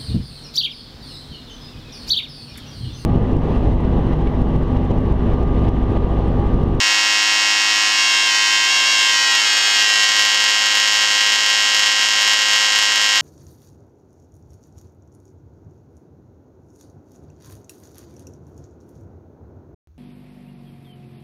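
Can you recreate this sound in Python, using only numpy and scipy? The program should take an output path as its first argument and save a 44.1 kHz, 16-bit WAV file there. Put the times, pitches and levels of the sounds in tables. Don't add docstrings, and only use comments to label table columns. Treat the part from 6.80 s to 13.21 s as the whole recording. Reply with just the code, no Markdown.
import sys
import numpy as np
from scipy import signal
from scipy.fft import rfft, irfft, next_fast_len
from scipy.io import wavfile
from scipy.ndimage import uniform_filter1d

SR = 44100
rng = np.random.default_rng(int(sys.argv[2]) if len(sys.argv) > 2 else 0)


def master_out(mix):
    frames = np.transpose(np.atleast_2d(mix))
    ceiling = np.clip(frames, -1, 1)
    pcm = np.round(ceiling * 32767).astype(np.int16)
    wavfile.write(sys.argv[1], SR, pcm)


N = 282681


# start_s, lag_ms
FADING_LAG = [(0, 3.33), (.37, 3.29), (.49, 3.16), (.82, 3.06), (.89, 3.11), (.99, 2.99), (1.43, 2.88),
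              (1.51, 2.78), (1.86, 2.9), (1.91, 2.97), (2.03, 2.83), (2.08, 2.96), (2.44, 2.88),
              (2.56, 2.72), (2.76, 2.65), (2.91, 2.71), (3.07, 2.55), (3.3, 2.56)]
RISING_LAG = [(.98, 4.69), (1.34, 4.76), (1.46, 4.71), (1.83, 4.82), (1.98, 4.74), (2.45, 4.9),
              (2.55, 4.88), (2.66, 5.07), (2.8, 5.12), (3.0, 5.08), (3.22, 5.15), (3.3, 5.26), (3.65, 5.2),
              (4.1, 5.29)]
FADING_DB, RISING_DB = -.3, -.1
FADE_OUT_S, FADE_IN_S = (.9, 3.5), (.85, 3.2)


def arc():
    t = np.arange(N) / SR
    fading_gain = amp(FADING_DB) * np.sqrt(np.interp(t, FADE_OUT_S, [1, 0]))
    rising_gain = amp(RISING_DB) * np.sqrt(np.interp(t, FADE_IN_S, [0, 1]))
    fading = picked_up(FADING_LAG, gain_column=1, unsteady=.4)
    rising = picked_up(RISING_LAG, gain_column=2, unsteady=1.05)
    return fading_gain * fading + rising_gain * rising


CLIP = .99


def picked_up(lag_table, gain_column, unsteady):
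    cracks = pulses(lag_table, unsteady)
    in_room = echoes(cracks, gain_column) + amp(SHOP_DB) * shop(cracks)
    return np.clip(microphone(in_room), -CLIP, CLIP)


# (treble peak, against HARD_REF_DB)
HARD_STRIKES = [(1.554, -23), (2.872, -23), (3.3928, -20), (3.544, -21), (3.6388, -21), (3.8189, -23),
                (3.8663, -23), (4.5572, -22), (4.9927, -20), (5.4756, -19), (5.532, -21), (5.731, -22),
                (5.958, -22), (6.1192, -21), (6.1571, -20), (6.3746, -21)]
HARD_REF_DB = -28
# centre_s, extra_lag_ms
NUDGES = [(3.92, .14), (4.35, .19), (4.91, .12), (5.4, .08), (5.88, .07)]
NUDGE_S = .07
ARC_HZ = 105.64
JITTER_MS = .008
WANDER_MS, WANDER_DB = .012, .35
# after_lag_ms, level_db, width_ms, jitter_db
STRIKE = (-.084, -5.2, .034, .9)
SNAP = (-.052, -22, .019, 3)
REVERSAL = (3.436, -9.2, .062, 1.4)


def pulses(lag_table, unsteady):
    lag_s, lag_ms = np.transpose(lag_table)
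    start = np.arange(int(N / SR * ARC_HZ)) / ARC_HZ
    chance = rng.standard_normal((len(start), 6))

    wander = uniform_filter1d(chance[:, 4:], size=9, axis=0) * np.sqrt(9)
    lag_ms = np.interp(start, lag_s, lag_ms)
    lag_ms = lag_ms + JITTER_MS * chance[:, 3] + WANDER_MS * wander[:, 0]
    for centre_s, extra_ms in NUDGES:
        lag_ms = lag_ms + extra_ms * np.exp(-((start - centre_s) / NUDGE_S) ** 2)
    level_db = WANDER_DB * wander[:, 1]

    for when, peak_db in HARD_STRIKES:
        chance[int(when * ARC_HZ), :2] = (peak_db - HARD_REF_DB) / SNAP[3]

    out = np.zeros(N + 1000)
    for k, (pulse, shape) in enumerate([(STRIKE, blast), (SNAP, blast), (REVERSAL, thump)]):
        after_ms, db, width_ms, jitter_db = pulse
        at = (start + (lag_ms + after_ms) / 1000) * SR
        gain = amp(db + level_db + unsteady * jitter_db * chance[:, k])
        index = at.astype(int)[:, None] + np.arange(-20, 21)
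        offset_ms = (index - at[:, None]) / SR * 1000
        np.add.at(out, index, gain[:, None] * shape(offset_ms / width_ms))
    return out[:N]


def blast(u):
    return u * np.exp(.5 - u ** 2 / 2)


def thump(u):
    return (u ** 2 - 1) * np.exp(-u ** 2 / 2)


# delay_ms, fading_gain, rising_gain (signed factors)
ECHOES = [(0.361, 0.31, 0.34), (0.568, 0.24, 0.24), (0.634, 0.03, 0.2), (0.838, -0.36, -0.43),
          (1.135, -0.01, -0.18), (1.471, 0.01, -0.18), (1.606, -0.15, -0.22), (1.804, -0.12, -0.19),
          (2.066, -0.11, -0.15), (2.662, 0.24, 0.25), (2.86, 0.26, 0.07), (2.954, -0.21, -0.21),
          (3.233, 0.2, 0.11), (3.497, 0.36, 0.2), (3.58, -0.01, -0.16), (3.728, 0.28, 0.29),
          (4.278, 0.28, 0.22), (4.573, 0.2, 0.2), (4.651, 0.22, 0.18), (4.796, -0.33, -0.46),
          (4.821, 0.09, 0.33), (4.927, -0.29, -0.12), (5.277, -0.06, 0.07), (5.785, 0.22, 0.1),
          (5.912, -0.17, -0.31), (8.362, 0.19, 0.21)]


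def echoes(x, gain_column):
    size = next_fast_len(N + 1000)
    turn_per_ms = -2j * np.pi * np.arange(size // 2 + 1) * SR / size / 1000
    paths = 1
    for row in ECHOES:
        paths = paths + row[gain_column] * np.exp(turn_per_ms * row[0])
    return irfft(rfft(x, size) * paths, size)[:N]


SHOP_DB, SHOP_T60_S, SHOP_CUT_HZ = -22, .25, 9000


def shop(x):
    t = np.arange(SR // 2) / SR
    tail = rng.standard_normal(len(t)) * amp(-60 * t / SHOP_T60_S) * (t > .007)
    tail = signal.sosfilt(signal.butter(2, SHOP_CUT_HZ, fs=SR, output="sos"), tail)
    unit_energy = tail / np.sqrt(np.sum(tail ** 2))
    return signal.fftconvolve(x, unit_energy)[:N]


# centre_hz, width_hz, gain_db
MIC_BELLS = [(1000, 250, 9), (1975, 4000, 9.5), (6865, 1000, 6.1), (10150, 2365, -26), (11770, 680, 7.3)]
MIC_LOW_HZ = 173


def microphone(x):
    x = signal.sosfilt(signal.butter(2, MIC_LOW_HZ, "high", fs=SR, output="sos"), x)
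    for hz, width_hz, db in MIC_BELLS:
        x = peak(x, hz, width_hz, db)
    return x


def peak(x, hz, width_hz, db):
    w = 2 * np.pi * hz / SR
    a = np.sqrt(amp(db))
    alpha = np.sin(w) * width_hz / hz / 2
    zeros = [1 + alpha * a, -2 * np.cos(w), 1 - alpha * a]
    poles = [1 + alpha / a, -2 * np.cos(w), 1 - alpha / a]
    return signal.lfilter(zeros, poles, x)


SIZZLE_DB, SIZZLE_S = -29, .0009


def sizzle(cracks):
    fade = np.exp(-1 / (SIZZLE_S * SR))
    energy = signal.lfilter([1], [1, -fade], cracks ** 2)
    return amp(SIZZLE_DB) * rms_one(np.sqrt(energy) * coloured(HISS))


# (relative, per Hz)
HISS = [(25, -34), (100, -27), (300, -15), (600, -4), (1000, -3), (3000, .5), (5500, -1), (7000, -4),
        (9000, -18), (10200, -33), (11500, -23), (14000, -31), (16000, -33)]
HISS_DB = -30.3


def hiss():
    return amp(HISS_DB) * coloured(HISS)


def coloured(spectrum):
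    hz, db = np.transpose(spectrum)
    grid = np.arange(1, N // 2 + 2) * SR / N
    weight = amp(np.interp(np.log(grid), np.log(hz), db))
    return rms_one(irfft(rfft(rng.standard_normal(N)) * weight, N))


# pitch_hz, level_db (rms)
WHINE = [(105.6, -64), (263, -54), (281, -60), (316.9, -49), (528.2, -50), (788, -46), (1314, -48),
         (1841, -42), (2258, -44)]


def whine():
    t = np.arange(N) / SR
    tones = np.zeros(N)
    for hz, db in WHINE:
        tones += np.sqrt(2) * amp(db) * np.sin(2 * np.pi * (hz * t + rng.random()))
    return tones


def amp(db):
    return 10 ** (np.asarray(db) / 20)


def rms_one(x):
    return x / np.sqrt(np.mean(x ** 2) + 1e-20)


def scene():
    cracks = arc()
    return (cracks + sizzle(cracks) + hiss() + whine())[None]


FULL_SCALE, CUTOFF_HZ = .92, 15850


def record(dry):
    limited = np.clip(dry, -FULL_SCALE, FULL_SCALE)
    return signal.sosfilt(signal.cheby2(16, 70, CUTOFF_HZ, fs=SR, output="sos"), limited)


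dry = scene()
out = record(dry)
master_out(out)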